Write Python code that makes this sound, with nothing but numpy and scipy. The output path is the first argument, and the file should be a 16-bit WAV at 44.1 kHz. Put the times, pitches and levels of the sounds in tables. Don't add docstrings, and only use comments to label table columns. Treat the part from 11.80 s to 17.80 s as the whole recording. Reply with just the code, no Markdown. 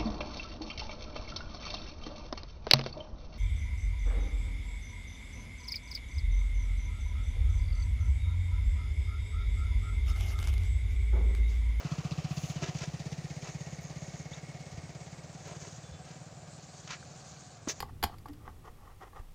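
import sys
import numpy as np
from scipy import signal
from scipy.fft import rfft, irfft
from scipy.io import wavfile
from scipy.ndimage import uniform_filter1d

SR = 44100
rng = np.random.default_rng(int(sys.argv[2]) if len(sys.argv) > 2 else 0)


def transcribe(u):
    v = np.clip(np.atleast_2d(u).T, -1, 1)
    q = np.round(v * 32767).astype(np.int16)
    wavfile.write(sys.argv[1], SR, q)


N = 264600
T = np.arange(N) / SR


def undb(db):
    return 10 ** (np.asarray(db) / 20)


def unit(x):
    return x / np.sqrt(np.mean(x ** 2))


def curve(rows):
    return np.interp(T, *np.transpose(rows))


def swell(s, rise_s, fall_s):
    return np.exp(-.5 * np.minimum(abs(T - s) / np.where(T < s, rise_s, fall_s), 10) ** 2)


def noise():
    return rng.standard_normal(N)


def wander(rate_hz):
    hold = int(SR / rate_hz)
    stairs = np.repeat(rng.standard_normal(N // hold + 1), hold)
    return unit(uniform_filter1d(uniform_filter1d(stairs, hold), hold)[:N])


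def grains(per_s, size=N):
    return unit((rng.random(size) < per_s / SR) * rng.standard_normal(size))


def colour(x, points, tilt_db=0, low_hz=10):
    f = np.maximum(np.fft.rfftfreq(len(x), 1 / SR), 1)
    hz, db = np.transpose(points)
    gain = undb(np.interp(np.log(f), np.log(hz), db) + tilt_db * np.log2(f))
    return unit(irfft(rfft(x) * gain / np.hypot(1, (low_hz / f) ** 3), len(x)))


def band(hz, width_hz, drive=1):
    b, a = signal.iirpeak(hz, hz / width_hz / 1.5, fs=SR)
    return unit(signal.lfilter(b, a, signal.lfilter(b, a, noise() * drive)))


def ring(hz, decay_s, contact_s=1e-5):
    t = T[:int(10 * decay_s * SR) + 2]
    return (1 - np.exp(-t / contact_s)) * np.exp(-t / decay_s) * np.sin(2 * np.pi * hz * t)


def add(out, s, sound):
    i = max(int(s * SR), 0)
    out[i:i + len(sound)] += sound[:max(N - i, 0)]


def distance_db(absorb_db_per_m, nearest_s=-1.01, road_m=10.5, speed_m_s=8.3):
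    metres = np.hypot(road_m, speed_m_s * (T - nearest_s))
    return -20 * np.log10(metres / road_m) - absorb_db_per_m * (metres - road_m)


def exhaust(fired, nearest_db=-30.5, scatter_db=1.0):
    # pitch in Hz, swell time constant in seconds, relative gain in dB.
    chambers = [(148, 0.0032, 10.5), (109.3, 0.0027, -37), (76, 0.0049, -5.5), (275, 0.0014, -6.5),
                (158.6, 0.011, -28)]
    t = T[:SR // 8]
    thump = sum(-undb(db) * (t / swell_s) ** 4 * np.exp(-t / swell_s) * np.sin(2 * np.pi * hz * t)
                for hz, swell_s, db in chambers)
    beats = signal.fftconvolve(fired * undb(scatter_db * noise()), thump)[:N]
    return unit(beats) * undb(nearest_db + distance_db(absorb_db_per_m=0.2344))


def clatter(cycle, level_db=-45.5, steady=0.42, rear_db=2.5, turn_s=0.63):
    # frequency in Hz, gain in dB.
    rasp_eq = [(200, 1.5), (350, 1), (580, -1), (740, 1), (900, -8), (1550, -25), (2300, -6.5),
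               (3300, -13.5), (4400, -9.5), (6600, -9), (8500, -23.5), (12500, -40.5), (15000, -37)]
    lead, rise, fall = 0.011, 0.094, 0.19
    phase = (cycle + lead) % 1
    puffs = (1 - np.exp(-phase / rise)) * np.exp(-phase / fall) * undb(2 * wander(18))
    rasp = colour(grains(14000) * (steady + puffs), rasp_eq)
    facing_db = rear_db * (1 - 2 * np.exp(-T / turn_s))
    return rasp * undb(level_db + facing_db + distance_db(absorb_db_per_m=0.07))


def casing(cycle, lag_cycles=.1, decay_cycles=0.52):
    # pitch and width in Hz, level in dB, loudest moment and spread in seconds.
    parts = [(1165, 300, -56.5, 0.081, 0.71), (2670, 790, -56.5, 0.57, 0.39), (733, 26, -55.5, 0.57, 0.31),
             (1895, 184, -62, 1.63, 1.4), (2186, 67, -63.5, 2.53, 0.78), (560, 254, -59, 2.6, 2.08)]
    jolt = .25 + np.exp(-((cycle - lag_cycles) % 1) / decay_cycles)
    return sum(band(hz, width, jolt) * undb(db) * swell(s, spread, spread)
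               for hz, width, db, s, spread in parts)


def cover_ping(fired, hz=2190, lag_s=.004, level_db=-52.0, uneven_db=6, loudest_s=2.2, spread_s=0.84):
    out = np.zeros(N)
    for s in T[fired > 0]:
        detune, accent = rng.uniform(-1, 1, 2)
        ping = ring(hz * (1 + .025 * detune), decay_s=0.0085, contact_s=.002)
        add(out, s + lag_s, ping * undb(level_db + uneven_db * accent))
    return out * swell(loudest_s, spread_s, spread_s)


def valves(fired, start_db=-39.5, fade_db_per_s=11, uneven_db=4, ticks=7):
    out = np.zeros(N)
    for s in T[fired > 0]:
        force_db = start_db - fade_db_per_s * s + uneven_db * rng.uniform(-1, 1)
        for hz, lag_s, db in rng.uniform((2300, -.001, -6), (5200, .02, 4), (ticks, 3)):
            add(out, s + lag_s, ring(hz, decay_s=0.0014, contact_s=.00015) * undb(force_db + db))
    return out


def road_hiss(start_db=-72, fade_db_per_s=3.0):
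    hiss = colour(noise(), [(5000, -22), (8500, -2), (10500, 2), (12500, -5.0), (15000, -0.5)])
    return hiss * undb(start_db - fade_db_per_s * T)


def pondside(level_db=-55):
    # frequency in Hz, gain in dB.
    bed_eq = [(25, -34), (70, 10.5), (110, 17), (220, 4.5), (420, -4), (700, 1), (950, -3), (1200, -1.5),
              (1900, -8), (3000, -13.5), (5000, -10.5), (7000, -19), (9300, -32), (12500, -56),
              (15000, -32)]
    # centre and width in Hz, level in dB.
    drones = [(737, 46, -64.5), (559, 117, -66.5), (1174, 100, -73.5), (1568, 210, -71), (7080, 200, -70.5)]
    bed = colour(grains(9000), bed_eq, low_hz=30) * undb(level_db + .5 * wander(5.7))
    return bed + sum(band(hz, width) * undb(db + 1.5 * wander(14)) for hz, width, db in drones)


def stirring(rest_db=-68):
    # crest and spread in seconds, level in dB.
    brushes = [(.63, 0.087, -52.5), (1.68, 0.15, -61), (2.33, 0.067, -58.5), (2.95, 0.12, -63.5),
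               (3.28, 0.052, -62), (3.8, 0.18, -56), (4.95, 0.17, -59), (5.47, 0.22, -58.5),
               (5.98, .08, -59)]
    power = sum((undb(db) * swell(s, spread, spread)) ** 2 for s, spread, db in brushes)
    return np.sqrt(undb(rest_db) ** 2 + power)


def grass_rustle(flutter_db=2.2):
    # frequency in Hz, gain in dB.
    rub_eq = [(1000, -13), (3000, -1.5), (5000, 0), (6600, 12), (7400, 3), (9000, -16), (12500, -35),
              (15000, -23)]
    flutter = undb(flutter_db * wander(45))
    return colour(grains(6000), rub_eq) * stirring() * flutter


def grass_steps(fall_ratio=1.46, echo_s=.003, echo_db=-7):
    # crest and rise in seconds, level in dB, tilt in dB per octave,
    # low cut in Hz.
    swishes = [(0.031, 0.074, -51.5, -6, 730), (.837, .018, -40, -3, 250), (0.887, 0.0076, -42, -2.5, 250),
               (.978, .011, -46.5, 2, 400), (1.024, .015, -43, -1.5, 400),
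               (1.33, 0.00089, -41.5, -4.5, 1800), (1.668, 0.02, -46.5, -3, 300),
               (2.555, .022, -53, -2, 300), (3.695, 0.036, -49.5, -6, 400), (3.843, 0.023, -51, -5, 380),
               (4.31, .04, -57, -3, 500), (5.078, .0025, -47, -4, 1000), (5.116, 0.018, -40.5, -4.5, 1100),
               (5.898, .011, -39.5, -1.5, 297)]
    # frequency in Hz, gain in dB.
    crush_eq = [(150, -14.5), (450, 9), (800, 2.5), (1500, 2.5), (2400, 5), (3500, 1.5), (6600, 6),
                (7600, -4), (9000, -22), (12500, -29), (15000, -30)]
    steps = np.zeros(N)
    for s, rise_s, db, tilt_db, low_hz in swishes:
        near = abs(T - s) < .5
        burst = colour(grains(5000, size=near.sum()), crush_eq, tilt_db, low_hz)
        steps[near] += burst * swell(s, rise_s, rise_s * fall_ratio)[near] * undb(db)
    steps *= undb(1.8 * wander(220))
    return steps + undb(echo_db) * np.interp(T - echo_s, T, steps)


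def crackle(per_s=70, above_rustle_db=6, uneven_db=5):
    out, stir = np.zeros(N), stirring()
    for s, hz, accent in rng.uniform((0, 3200, -1), (T[-1], 7000, 1), (int(per_s * T[-1]), 3)):
        tick = ring(hz, decay_s=0.0017, contact_s=0.00033)
        add(out, s, tick * stir[int(s * SR)] * undb(above_rustle_db + uneven_db * accent))
    return out


def sizzle(start_s=0.51, end_s=0.72, level_db=-62):
    envelope = curve([(start_s - .04, 0), (start_s + .05, 1), (end_s, 1), (end_s + .015, 0)])
    hiss = colour(noise(), [(5000, -20), (8000, -10), (10500, 8.5), (12500, -4), (15000, 4)])
    return hiss * envelope * undb(level_db)


def insects(chirp_depth=0.57, stroke_hz=125, fade_s=0.032):
    # start and end in seconds, pitch and width in Hz, chirps per second, level in dB.
    songs = [(1.0, 2.454, 8600, 260, 6.9, -74.5), (1.607, 2.602, 6520, 480, 9, -58),
             (2.573, 4.8, 8090, 200, 5.5, -70), (3.077, 5.1, 7550, 350, 5.1, -69),
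             (4.602, 5.906, 8010, 400, 4.3, -68.5), (4.3, 6, 7150, 220, 8, -66.5),
             (4.7, 5.804, 4420, 600, 13.6, -65)]
    out = np.zeros(N)
    for start, end, hz, width, rate, db in songs:
        loose_time = np.cumsum(1 + 0.1537 * wander(3.87)) / SR
        chirps = np.clip(0.77 + chirp_depth * np.sin(2 * np.pi * rate * loose_time), 0, 1)
        strokes = 1 + .7 * np.sin(2 * np.pi * stroke_hz * loose_time)
        singing = np.clip(np.minimum(T - start, end - T) / fade_s, 0, 1)
        out += band(hz, width) * chirps * strokes * singing * undb(db)
    return out


def stalk_snaps(decay_cycles=2):
    # start in seconds, strength in dB, pitch in Hz.
    snaps = [(2.012, -43, 13500), (2.033, -41, 13500), (3.677, -43, 13000), (5.1206, -36, 3000),
             (5.143, -32, 2400), (5.228, -36.5, 1500), (5.8868, -19, 6140)]
    out = np.zeros(N)
    for s, db, hz in snaps:
        add(out, s, undb(db) * ring(hz, decay_cycles / hz, contact_s=.5 / hz))
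    return out


def bird(s=2.538, spread_s=0.0048, level_db=-45):
    hz = curve([(s - spread_s, 3350), (s + spread_s / 2, 3780)])
    envelope = np.exp(-.5 * ((T - s) / spread_s) ** 2)
    return np.sin(2 * np.pi * np.cumsum(hz) / SR) * envelope * undb(level_db)


def knocks(click_db=-9, click_hz=1100):
    # start in seconds, strength in dB, pitch in Hz, decay in seconds.
    bumps = [(2.942, -35, 103, 0.01), (2.978, -34, 87.5, 0.016), (4.114, -39, 83, 0.025),
             (5.874, -23, 298, 0.0025), (5.8776, -18, 280, 0.00079)]
    out = np.zeros(N)
    for s, db, hz, decay_s in bumps:
        thud = signal.lfilter(*signal.butter(1, hz / 3, "high", fs=SR), ring(hz, decay_s))
        hardness = (hz / 280) ** 2
        add(out, s, -undb(db) * thud)
        add(out, s, -undb(db + click_db) * hardness * ring(click_hz, decay_s=0.00055))
    return out


def metal_ding():
    # start in seconds, strength in dB.
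    taps = [(4.033, -58), (4.122, -56.5)]
    # pitch in Hz, relative level in dB, seconds to die away by 60 dB.
    modes = [(3478, 0, .5), (3090, -10, .4), (3860, -6, .15)]
    out = np.zeros(N)
    for s, force_db in taps:
        for hz, db, t60 in modes:
            add(out, s, undb(force_db + db) * ring(hz, t60 / np.log(1000), contact_s=0.0033))
    return out


def crunch(s=5.897, level_db=-34.5):
    eq = [(3000, -13), (4800, -4.5), (6300, 3.5), (7300, -8), (9000, -26), (12500, -31), (15300, -20)]
    splinters = colour(grains(4000), eq, low_hz=600)
    return splinters * swell(s, rise_s=0.0092, fall_s=0.016) * undb(level_db)


def scene():
    # time in seconds, firings per second.
    firing_rate = [(0.0, 14.7), (0.6, 15.9), (1.05, 15.88), (1.3, 16.57), (1.55, 16.21), (1.8, 16.83),
                   (3.0, 17.37), (3.3, 17.14), (3.65, 18.9), (3.95, 18.31), (4.6, 18.95), (6.0, 19.36)]
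    cycle = .352 + np.cumsum(curve(firing_rate)) / SR
    fired = np.diff(np.floor(cycle), prepend=0)
    engine = exhaust(fired) + clatter(cycle) + casing(cycle) + cover_ping(fired) + valves(fired)
    bike = engine + road_hiss()
    grass = grass_rustle() + grass_steps() + crackle() + stalk_snaps() + crunch()
    nearby = grass + sizzle() + knocks() + metal_ding()
    return (bike + nearby + pondside() + insects() + bird())[None]


def record(dry, low_hz=38, top_hz=15550):
    thin = signal.sosfilt(signal.butter(2, low_hz, "high", fs=SR, output="sos"), dry)
    return signal.sosfilt(signal.ellip(10, .2, 70, top_hz, fs=SR, output="sos"), thin)


dry = scene()
out = record(dry)
transcribe(out)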